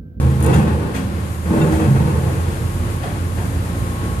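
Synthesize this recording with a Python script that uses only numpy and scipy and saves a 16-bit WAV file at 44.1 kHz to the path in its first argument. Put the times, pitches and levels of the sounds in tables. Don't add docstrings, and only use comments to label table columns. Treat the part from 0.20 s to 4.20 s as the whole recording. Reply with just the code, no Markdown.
import sys
import numpy as np
from scipy import signal
from scipy.fft import rfft, irfft
from scipy.io import wavfile
from scipy.ndimage import uniform_filter1d

SR = 44100
rng = np.random.default_rng(int(sys.argv[2]) if len(sys.argv) > 2 else 0)


def put_to_file(sound):
    columns = np.atleast_2d(sound).T
    safe = np.clip(columns, -1, 1)
    whole_steps = np.round(safe * 32767)
    wavfile.write(sys.argv[1], SR, whole_steps.astype(np.int16))


N = 176400
T = np.arange(N) / SR


def undb(db):
    return 10 ** (np.asarray(db) / 20)


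def unit(x):
    return x / np.sqrt(np.mean(x ** 2))


def curve(rows, column=1):
    rows = np.array(rows)
    return np.interp(T, rows[:, 0], rows[:, column])


def gains(points):
    hz, db = np.array(points).T
    return undb(np.interp(np.log(np.arange(N // 2 + 1) * SR / N + 1), np.log(hz), db))


def colour(x, points):
    return unit(irfft(rfft(x) * gains(points), N))


def wander(rate_hz):
    hold = int(SR / rate_hz)
    steps = np.repeat(rng.standard_normal(N // hold + 3), hold)
    return unit(uniform_filter1d(uniform_filter1d(steps, hold), hold)[hold:hold + N])


def swell(start, rise, hold, fall):
    return np.clip((T - start) / rise, 0, 1) * np.exp(-np.maximum(T - start - hold, 0) / fall)


# (frequency [Hz], side minus middle [dB])
STEREO_WIDTH = [(60, -21), (200, -14), (370, -5.5), (670, -5), (1230, 5), (2260, -1), (4140, 0.5),
                (13000, -2.5)]
def spread(pair):
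    width = gains(STEREO_WIDTH)
    weights = np.array([np.ones_like(width), width]) / np.sqrt(1 + width ** 2)
    mid, side = irfft(rfft(pair) * weights, N)
    return np.array([mid + side, mid - side])


def place(tone, hz):
    gap = np.arctan(gains(STEREO_WIDTH)[int(hz * N / SR)])
    return np.sqrt(2) * np.array([(tone * np.exp(1j * gap)).imag, (tone * np.exp(-1j * gap)).imag])


def wide_noise(points):
    return colour(spread(rng.standard_normal((2, N))), points)


def clatter(hits_per_s, uneven_db, echo_s=0.017):
    hits = (rng.random(N) < hits_per_s / SR) * rng.standard_normal(N)
    hits *= undb(uneven_db * np.minimum(rng.exponential(size=N), 3))
    echo = rng.standard_normal((2, SR // 8)) * np.exp(-np.arange(SR // 8) / SR / echo_s)
    return spread(signal.fftconvolve(hits[None], echo, axes=1)[:, :N])


# (start [s], length [s], level [dB])
SLIDES = [(-.2, 0.9, -28), (0.175, 0.21, -18.5), (1.226, 0.43, -21), (1.69, 0.3, -25)]
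def pouring(rise_s=0.11, fall_s=0.19):
    return np.sqrt(sum((undb(db) * swell(start, rise_s, length, fall_s)) ** 2
                       for start, length, db in SLIDES))


# (frequency [Hz], level [dB])
RUBBLE_COLOUR = [(45, -38), (70, -4), (150, 0.5), (280, -13.5), (380, -9), (570, -13), (650, -21),
                 (1000, -15.5), (1250, -22), (1700, -25), (2800, -34), (4500, -42), (6000, -46.5),
                 (9500, -39.5), (14000, -54.5)]
def rubble():
    return pouring() * colour(clatter(hits_per_s=1200, uneven_db=1), RUBBLE_COLOUR)


# (pitch [Hz], level [dB], time to fade by 60 dB [s])
BED_NOTES = [(78.2, 0, 0.48), (103.1, 0.5, 0.53), (132, 0.5, 1.1), (154.8, -1.5, 0.54), (175.2, -2.5, 0.36),
             (196.4, -3, 1.4), (211.8, -3.5, 1), (229, -6, 0.5), (258.5, -6.5, 0.89), (323, -6.5, 0.24),
             (384.5, -6, 0.57), (461, -8.5, .9), (516, -9.5, .9), (582, -8.5, 0.71), (737.5, -15, 0.55),
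             (1056, -19, .8)]
# (start [s], length [s], level [dB], pitch shaken most [Hz])
TUMBLING_LUMPS = [(-.03, 0.096, -14.5, 132), (-.02, 0.25, -23, 214), (0.2, 0.093, -15.5, 78),
                  (0.3, .13, -22, 128), (0.332, 0.025, -12, 154), (0.35, 0.1, -20, 215),
                  (0.68, 0.05, -19.5, 78.6), (0.74, 0.048, -22, 258), (0.74, 0.18, -28, 196),
                  (1.239, 0.1, -21, 174), (1.297, 0.077, -15, 236), (1.3, 0.12, -17, 320),
                  (1.383, 0.11, -13, 161.4), (1.39, 0.13, -22.5, 385), (1.503, 0.12, -14.5, 320),
                  (1.6, 0.07, -17, 157), (1.617, 0.15, -19.5, 216), (1.67, 0.1, -14.5, 133),
                  (1.786, .12, -20, 160), (1.9, 0.12, -19.5, 122)]
def lorry_bed(flow_db=-11, patchy_db=4.5, rise_s=0.015, reach_octaves=0.092, detune=0.00895, rattle=0.237):
    out = 0
    flow = pouring() * undb(flow_db)
    for hz, db, ring_s in BED_NOTES:
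        power = (flow * undb(patchy_db * wander(8.3))) ** 2
        for start, length, lump_db, lump_hz in TUMBLING_LUMPS:
            share = np.exp(-0.5 * (np.log2(hz / lump_hz) / reach_octaves) ** 2)
            if share > 0.02:
                shake = swell(start, rise_s, length, ring_s / np.log(1000))
                power += (share * undb(lump_db) * shake) ** 2
        drift = np.exp(2j * np.pi * hz * detune * np.cumsum(wander(8)) / SR)
        tremble = 1 + rattle * (wander(25.18) + 1j * wander(25.34))
        tone = drift * tremble * np.exp(2j * np.pi * hz * T)
        out += place(undb(db) * np.sqrt(power) * tone, hz)
    return out


def machine_hum(track, tones, wobble, rough):
    hz = curve(track) * (1 + wobble * wander(8))
    phase = 2 * np.pi * np.cumsum(hz) / SR
    out = 0
    for multiple, db in tones:
        tremble = 1 + rough * (wander(21.86) + 1j * wander(22.24))
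        out += place(undb(db) * tremble * np.exp(1j * multiple * phase), multiple * hz.mean())
    return out * undb(curve(track, column=2))


# (time [s], firing rate [Hz], level [dB])
DIESEL_RUN = [(0, 78.4, -20.5), (1.1, 79, -29.5), (1.8, 82.07, -24), (2.3, 83.53, -23), (2.7, 83.96, -25.5),
              (2.92, 87, -32.5), (3.1, 85.36, -25), (4, 87, -31)]
# (multiple of the firing rate, level [dB])
DIESEL_TONES = [(1, 0.5), (1.252, -10.5), (2.08, -10.5), (4.12, -18)]
def diesel(throb_hz=8.5, throb_depth=0.36):
    throb_rate = throb_hz * (1 + 0.223 * wander(5.04))
    throb = 1 + throb_depth * np.sin(2 * np.pi * np.cumsum(throb_rate) / SR)
    return throb * machine_hum(DIESEL_RUN, DIESEL_TONES, wobble=0.01183, rough=0.19)


# (time [s], pitch [Hz], level [dB])
PUMP_RUN = [(0, 1085, -39), (1.05, 1084, -45), (2, 1080, -41.5), (2.4, 1094, -44), (2.62, 1080, -39.5),
            (2.85, 1111, -41), (3.2, 1092, -42), (3.55, 1066, -41.5), (3.9, 1102, -33.5), (4, 1099, -39)]
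# (multiple of the pitch, level [dB])
PUMP_TONES = [(.76, -9), (1, -2.5)]
def hydraulic_pump():
    return machine_hum(PUMP_RUN, PUMP_TONES, wobble=0.002207, rough=0.092)


# (time [s], firing rate [Hz], level [dB])
VEHICLE_RUN = [(0, 28.8, -52), (.8, 33.1, -55), (1.4, 38.16, -36), (2, 41.94, -40), (2.55, 46.72, -30),
               (2.95, 49.44, -34), (3.35, 54.47, -30), (4, 59.8, -27.5)]
# (multiple of the firing rate, level [dB])
VEHICLE_TONES = [(1, -1), (2, -4.5), (3, -6), (4, -11), (5, -10.5), (6, -15)]
def road_vehicle():
    return machine_hum(VEHICLE_RUN, VEHICLE_TONES, wobble=0.0061, rough=0.062)


# (frequency [Hz], level [dB])
TRAFFIC_COLOUR = [(15, -50), (25, -32.5), (90, -0.5), (129, -6.5), (184, -13.5), (210, -15), (240, -14.5),
                  (320, -18.5), (357, -14.5), (391, -23.5), (436, -18), (488, -22), (533, -19.5),
                  (650, -27.5), (1080, -25), (1210, -26), (5000, -43), (6500, -52), (11000, -120)]
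# (time [s], level [dB])
TRAFFIC_LEVEL = [(0, -23), (.65, -24.5), (1.15, -25), (2.2, -23.5), (2.7, -23.5), (3.3, -23.5), (4, -23)]
def traffic(flutter_db=0.69):
    rumble = wide_noise(list(TRAFFIC_COLOUR) + [(7000, -87)])
    return rumble * undb(curve(TRAFFIC_LEVEL) + flutter_db * wander(11))


# (frequency [Hz], level [dB])
HISS_COLOUR = [(2000, -17), (4000, -9), (5700, -5.5), (6800, 1.5), (7800, -0.5), (9200, 2.5), (10500, 0),
               (12300, -1), (13500, -11), (14500, -21)]
# (time [s], level [dB])
HISS_LOUDNESS = [(0, -43.5), (.65, -48), (1.05, -44), (1.4, -42), (2.6, -41), (2.85, -42.5), (3.2, -41),
                 (4, -42)]
def hiss(flicker_db=0.67):
    return wide_noise(HISS_COLOUR) * undb(curve(HISS_LOUDNESS) + flicker_db * wander(29.95))


# (time [s], level [dB])
CRACKLES = [(.203, -35.5), (0.225, -25.5), (.236, -31), (0.243, -29), (0.261, -25), (0.34, -29.5),
            (.362, -35)]
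# (frequency [Hz], level [dB])
CRACKLE_COLOUR = [(2000, -4), (5500, -14), (6800, 1), (8000, -5), (9000, 7), (10500, -0.5), (14000, -4.5)]
def grit(rise_s=0.0018, fade_s=0.005, lean_left_db=2.5):
    bursts = sum(undb(db) * swell(start, rise_s, rise_s, fade_s) for start, db in CRACKLES)
    left_right = undb(np.array([[lean_left_db], [-lean_left_db]]) / 2)
    return bursts * colour(rng.standard_normal((2, N)), CRACKLE_COLOUR) * left_right


# (time [s], level [dB])
BUCKET_HITS = [(.26, -42.5), (.33, -39), (1.412, -37.5)]
# (pitch [Hz], level [dB], time to fade by 60 dB [s])
BUCKET_NOTES = [(1446, 5, 0.15), (2250, -6, .14), (2716, 5, 0.12), (3640, -1, 0.11), (6930, -8.5, .3),
                (7170, -8, 0.11)]
# (frequency [Hz], level [dB])
STONE_COLOUR = [(150, -11), (500, -0.5), (1000, 0.5), (1700, -4), (2800, -8.5), (5000, -18), (9500, -17),
                (14000, -29)]
def bucket_clinks(rise_s=0.008, tick_db=3, tick_fade_s=0.0055, rattle=0.36):
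    ticks = sum(undb(hit_db + tick_db) * swell(start + rise_s / 2, 0.002, 0.002, tick_fade_s)
                for start, hit_db in BUCKET_HITS)
    out = ticks * wide_noise(STONE_COLOUR)
    for hz, db, ring_s in BUCKET_NOTES:
        ring = sum(undb(hit_db + db) * swell(start, rise_s, rise_s, ring_s / np.log(1000))
                   for start, hit_db in BUCKET_HITS)
        tremble = 1 + rattle * (wander(120) + 1j * wander(120))
        out += place(ring * tremble * np.exp(2j * np.pi * hz * T), hz)
    return out


# (time [s], level [dB], fade time [s], treble lift [dB per octave])
STONE_FALLS = [(0.321, -23, 0.061, -0.5), (.462, -30.5, .025, -5), (.738, -28, 0.064, 1),
               (1.25, -34, 0.048, -3), (1.35, -24.5, 0.14, -4.5), (1.51, -36, 0.11, 3.5),
               (1.61, -24, 0.1, -7.5), (1.75, -25.5, 0.027, -5), (2.06, -30.5, 0.16, -4.5),
               (2.824, -27.5, 0.08, -2.5), (3.165, -30, 0.085, -2.5)]
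def stone_crashes(rise_s=0.015):
    knocks = clatter(hits_per_s=2500, uneven_db=0)
    out = 0
    for start, db, fade_s, lift in STONE_FALLS:
        tilted = [(hz, level + lift * np.log2(hz)) for hz, level in STONE_COLOUR]
        out += undb(db) * swell(start, rise_s, rise_s, fade_s) * colour(knocks, tilted)
    return out


def scene():
    loading = rubble() + lorry_bed()
    machines = diesel() + hydraulic_pump() + road_vehicle()
    return loading + machines + traffic() + hiss() + grit() + bucket_clinks() + stone_crashes()


# (frequency [Hz], left minus right [dB])
MIC_BALANCE = [(60, -2.5), (110, -1.5), (200, -1), (370, -1.5), (670, 2), (1230, 1.5), (2260, 8),
               (4140, 0.5), (7580, 4.5), (9500, 18), (11500, -2.5), (13900, -3.5)]
def record(dry, ceiling=0.75, top_hz=13900):
    lean = np.sqrt(gains(MIC_BALANCE))
    left_right = np.array([lean, 1 / lean]) / np.sqrt((lean ** 2 + lean ** -2) / 2)
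    pair = irfft(rfft(dry) * left_right, N)
    rounded = pair / (1 + (pair / ceiling) ** 6) ** (1 / 6)
    treble_cut = signal.ellip(8, 0.2, 80, top_hz, fs=SR, output="sos")
    return signal.sosfilt(treble_cut, rounded)


dry = scene()
out = record(dry)
put_to_file(out)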